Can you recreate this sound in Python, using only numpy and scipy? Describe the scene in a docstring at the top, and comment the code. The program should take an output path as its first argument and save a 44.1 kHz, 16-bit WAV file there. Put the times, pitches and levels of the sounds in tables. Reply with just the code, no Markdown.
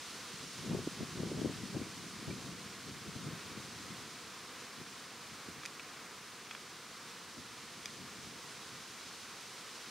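"""An open heath with deer and a grazing pony. Far trees give a steady hush of air; closer in, the breeze
hisses through gorse and pines. Gusts buffet the microphone, hard at first and then lightly, and single
eddies thump on it as quick swings of pressure. A distant bird gives one pip, and in the second half
come a few faint dry snaps, like twigs breaking: a burst of tearing fibres that rings the wood."""
import sys
import numpy as np
from scipy import signal
from scipy.fft import rfft, irfft
from scipy.io import wavfile
from scipy.ndimage import uniform_filter1d

SR = 44100
rng = np.random.default_rng(int(sys.argv[2]) if len(sys.argv) > 2 else 0)


def pcm_store(signal):
    """Save signal as 16-bit PCM."""
    levels = np.round(np.clip(np.atleast_2d(signal), -1, 1) * 32767)
    wavfile.write(sys.argv[1], SR, levels.astype(np.int16).T)


N = 436590

# breeze in the far trees and near foliage, before trim: time_s, hush_db, hiss_db
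BREEZE_LEVELS = [(0.0, -53, -49.5), (3.01, -54, -52.5), (3.88, -53, -51.5), (4.44, -54, -53),
                 (5.9, -54, -54), (6.78, -55, -54), (9.9, -54, -51.5)]
# spectra of the far hush and the near hiss: frequency_hz, density_db
HUSH_SPECTRUM = [(30, -34), (60, -11), (120, -1.5), (200, 2), (380, 0.5), (490, 2), (590, -6), (710, -1),
                 (820, -4), (1050, 2.5), (1350, 2), (1700, -0.5), (2400, -1.5), (4500, -22.5)]
FOLIAGE_SPECTRUM = [(1200, -13.5), (2200, -4), (3000, 2.5), (4000, 3.5), (5000, 3), (6300, 1), (7500, -3),
                    (9000, -5), (10500, -9.5), (12500, -17), (15800, -38.5)]
# stereo width of the open air: frequency_hz, side_minus_mid_db
OPEN_AIR_WIDTH = [(60, -11), (200, -33), (700, -21.5), (1290, -21), (2380, -18), (4400, -11), (8120, -3),
                  (15000, -0.3)]
# draught on the microphone, under the gusts: time_s, level_db
MIC_DRAUGHT = [(0, -66), (1.0, -56), (1.3, -48), (1.6, -47.5), (2.1, -53.5), (2.45, -50.5), (2.75, -58.5),
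               (3.85, -53.5), (4.15, -63), (6.0, -73.5), (7.1, -68), (8.2, -61), (9.0, -68.5), (9.9, -77)]
# gusts on the microphone: crest_s, level_db, length_s
MIC_GUSTS = [(0.343, -51, 0.072), (0.437, -51, 0.11), (0.726, -37, 0.25), (1.01, -37, 0.057),
             (1.207, -36.5, 0.11), (1.336, -39, 0.26), (1.448, -36.5, 0.12), (1.646, -45, .08),
             (1.763, -39, 0.14), (2.315, -44, .2), (2.48, -47.5, .16), (2.9, -45.5, .13),
             (3.081, -43.5, 0.065), (3.167, -43.5, .06), (3.278, -42, 0.18), (3.594, -50, 0.078),
             (3.92, -56, .12), (4.808, -50, .1), (5.328, -53, 0.055), (5.501, -49, 0.053),
             (5.585, -50, 0.051), (7.392, -50, .09), (7.785, -56, .05), (8.025, -51, 0.14),
             (8.256, -56, 0.32), (8.739, -50, 0.029)]
# spectrum of turbulence on the microphone: frequency_hz, density_db
BUFFET_SPECTRUM = [(25, -38), (45, -24), (70, -7.5), (125, 1), (190, 2.5), (300, -3), (390, -4),
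                   (490, -11.5), (620, -16.5), (800, -21.5), (1150, -25.5), (1900, -70)]
# single eddies hitting the microphone, before trim and pan: start_s, peak_db, swing_hz
MIC_EDDIES = [(0.697, -30, 183), (0.747, -23, 335), (0.789, -31.5, 377), (0.873, -23.5, 265),
              (1.03, -28, 202), (1.199, -30, 144), (1.233, -29, 316), (1.316, -26.5, 280),
              (1.416, -27.5, 265), (1.446, -25.5, 260), (1.456, -25, 278), (1.765, -28, 226),
              (1.814, -30, 240), (2.226, -35, 198), (3.16, -34, 120), (3.574, -35, 155), (4.813, -41, 189),
              (5.485, -36, 207)]
# the distant bird's pip: start_s, length_s, pitch_hz, peak_db
BIRD_PIP = (2.298, .024, 2330, -46)
# dry snaps, with their level over the first 5 ms before trim: start_s, level_db, low_hz, top_hz, t60_s
TWIG_SNAPS = [(5.494, -56.5, 8000, 14000, .014), (5.6335, -48, 1100, 3600, .014),
              (5.6528, -41.5, 1300, 7000, 0.01), (5.6585, -40, 2210, 13000, 0.012),
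              (5.794, -45.5, 1700, 3040, 0.024), (6.509, -42, 750, 3500, 0.018),
              (6.549, -43, 700, 2890, 0.02), (7.8568, -38, 1400, 15000, 0.0091)]
# resonances of snapping wood: centre_hz, width_hz, gain_db
TWIG_MODES = [(1250, 1140, -5.5), (2480, 250, 2.5), (3310, 160, -0.5), (4900, 210, 1), (6140, 920, -6.5),
              (11800, 4800, -21)]


def from_db(db):
    """Decibels to gain."""
    return 10 ** (np.asarray(db) / 20)


def in_time(rows):
    """Each column of a curve at every sample."""
    times, *columns = np.transpose(rows)
    return [np.interp(np.arange(N) / SR, times, column) for column in columns]


def at_hz(points, hz):
    """Read a spectrum on a log-frequency axis."""
    points_hz, points_db = np.transpose(points)
    return np.interp(np.log(hz + 1e-3), np.log(points_hz), points_db)


def drift(rate_hz):
    """Slow random wander with an rms of 1."""
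    step, settle = 40, 2000
    pole = np.exp(-2 * np.pi * rate_hz * step / SR)
    noise = rng.standard_normal(N // step + settle + 2)
    slow = signal.lfilter([1], [1, -2 * pole, pole * pole], noise)[settle:]
    slow /= np.sqrt(np.mean(slow ** 2))
    return np.interp(np.arange(N) / step, np.arange(len(slow)), slow)


def butter(x, hz, kind, order=2):
    """Causal Butterworth filter."""
    return signal.sosfilt(signal.butter(order, hz, kind, fs=SR, output="sos"), x)


def pan(left_db):
    """Gains of the two channels for a left-minus-right level."""
    return from_db(np.array([[left_db], [-left_db]]) / 2)


def stereo_noise(spectrum, width):
    """Coloured noise with a mid part of rms 1 and a side part that follows the width table."""
    hz = np.arange(N // 2 + 1) * SR / N
    mid, side = rfft(rng.standard_normal((2, N))) * from_db(at_hz(spectrum, hz))
    mid = irfft(mid, N)
    side = irfft(side * from_db(at_hz(width, hz)), N)
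    return (mid + side * [[1], [-1]]) / np.std(mid)


def breeze(hush_trim_db=1.5, hiss_trim_db=-0.24, sway_db=0.46, flutter_db=0.47):
    """Far trees give a dull hush; needles and leaves near the microphone give a wide, fluttering hiss."""
    hush_db, hiss_db = in_time(BREEZE_LEVELS)
    hush = stereo_noise(HUSH_SPECTRUM, OPEN_AIR_WIDTH)
    hush *= from_db(hush_db + hush_trim_db + sway_db * drift(rate_hz=2.7))
    hiss = stereo_noise(FOLIAGE_SPECTRUM, OPEN_AIR_WIDTH)
    hiss *= from_db(hiss_db + hiss_trim_db + flutter_db * drift(rate_hz=21))
    return hush + hiss * pan(left_db=-1.0)  # the nearest bushes stand to the right


def wind_force(swell_share=0.49, depth_db=13):
    """Wind at the microphone: each gust swells and dies, adding its power to that of the draught."""
    t = np.arange(N) / SR
    draught_db, = in_time(MIC_DRAUGHT)
    power = from_db(draught_db) ** 2
    for crest_s, level_db, length_s in MIC_GUSTS:
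        near = np.abs(t - crest_s) < 2 * length_s
        phase = (t[near] - crest_s) / length_s
        from_crest = np.maximum(-phase / swell_share, phase / (1 - swell_share))  # 1 at either end
        power[near] += from_db(level_db - depth_db * from_crest) ** 2
    return np.sqrt(power)


def buffeting(strong_db=-40, edge_hz=480, max_lift_db=10, lumpy_db=2.5):
    """Turbulence on the microphone; a stronger gust sheds smaller eddies and so sounds brighter."""
    force = wind_force()
    flow = stereo_noise(BUFFET_SPECTRUM, width=[(60, -11.5), (400, -11.0)])
    flow /= np.sqrt(uniform_filter1d(flow.mean(0) ** 2, size=1400))  # even power for the gusts to shape
    backward = butter(flow[:, ::-1], edge_hz, "low")
    large_eddies = butter(backward[:, ::-1], edge_hz, "low")  # filtered both ways: no phase shift
    lift_db = np.minimum(20 * np.log10(force) - strong_db, max_lift_db)
    small_eddies = (flow - large_eddies) * from_db(lift_db)
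    lumps = from_db(lumpy_db * drift(rate_hz=33))
    return (large_eddies + small_eddies) * force * lumps * pan(left_db=1.7)


def eddies(trim_db=-2.5, life_s=0.0013, top_hz=850, start_ratio=1.29, spread_db=4.0, left_db=4.5):
    """Each eddy is a quick push and pull of pressure that hits the microphone's two sides unequally."""
    out, t = np.zeros((2, N)), np.arange(SR // 20) / SR
    decay = np.exp(-t / life_s)
    leans_db = left_db + spread_db * rng.standard_normal(len(MIC_EDDIES))
    for (start_s, peak_db, swing_hz), lean_db in zip(MIC_EDDIES, leans_db):
        # the swing starts fast and slows as the eddy leaves
        turns = swing_hz * (t + (start_ratio - 1) * life_s * (1 - decay))
        swing = butter(np.sin(2 * np.pi * turns) * t * decay, [0.85 * swing_hz, top_hz], "band")
        swing /= np.abs(swing).max()
        at = round(start_s * SR)
        out[:, at:at + len(t)] += swing * from_db(peak_db + trim_db) * pan(lean_db)
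    return out


def bird():
    """Far off, one short, pure note that swells and fades."""
    start_s, length_s, pitch_hz, peak_db = BIRD_PIP
    t = np.arange(N) / SR - start_s
    swell = np.sin(np.pi * np.clip(t / length_s, 0, 1)) ** 2
    return from_db(peak_db) * swell * np.sin(2 * np.pi * pitch_hz * t)


def snaps(trim_db=-0.1, rise_s=0.0003, tail_db=-26, tail_t60_s=0.065, side_db=-12):
    """Fibres tear in a burst of a few ms that rings the wood, thick twigs lower than thin."""
    out, t = np.zeros((2, N)), np.arange(SR // 8) / SR
    rise = 1 - np.exp(-t / rise_s)
    tail = from_db(tail_db - 60 * t / tail_t60_s)  # faint scatter from the bushes
    for start_s, level_db, low_hz, top_hz, t60_s in TWIG_SNAPS:
        fade = from_db(-60 * t / t60_s) + tail
        tear = rng.standard_normal((2, len(t))) * fade * rise
        wood = np.zeros_like(tear)
        for k, (centre_hz, width_hz, gain_db) in enumerate(TWIG_MODES):
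            band_hz = [centre_hz - width_hz / 2, centre_hz + width_hz / 2]
            wood += (-1) ** k * from_db(gain_db) * butter(tear, band_hz, "band", order=1)
        mid, side = butter(wood, [low_hz, top_hz], "band")
        snap = (mid + side * from_db(side_db) * [[1], [-1]]) / np.std(mid[:SR // 200])
        at = round(start_s * SR)
        out[:, at:at + len(t)] += snap * from_db(level_db + trim_db)
    return out


def scene():
    """The heath from where the microphone stands: breeze, wind on the microphone, bird and snaps."""
    return breeze() + buffeting() + eddies() + bird() + snaps()


def record(dry, low_cut_hz=35, top_cut_hz=15750):
    """A low cut on the microphone takes out the deepest rumble; the top is cut steeply."""
    hz = np.arange(N // 2 + 1) * SR / N
    top_cut = np.clip((top_cut_hz + 100 - hz) / 200, 0, 1)
    return irfft(rfft(butter(dry, low_cut_hz, "high")) * top_cut, N)


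dry = scene()
out = record(dry)
pcm_store(out)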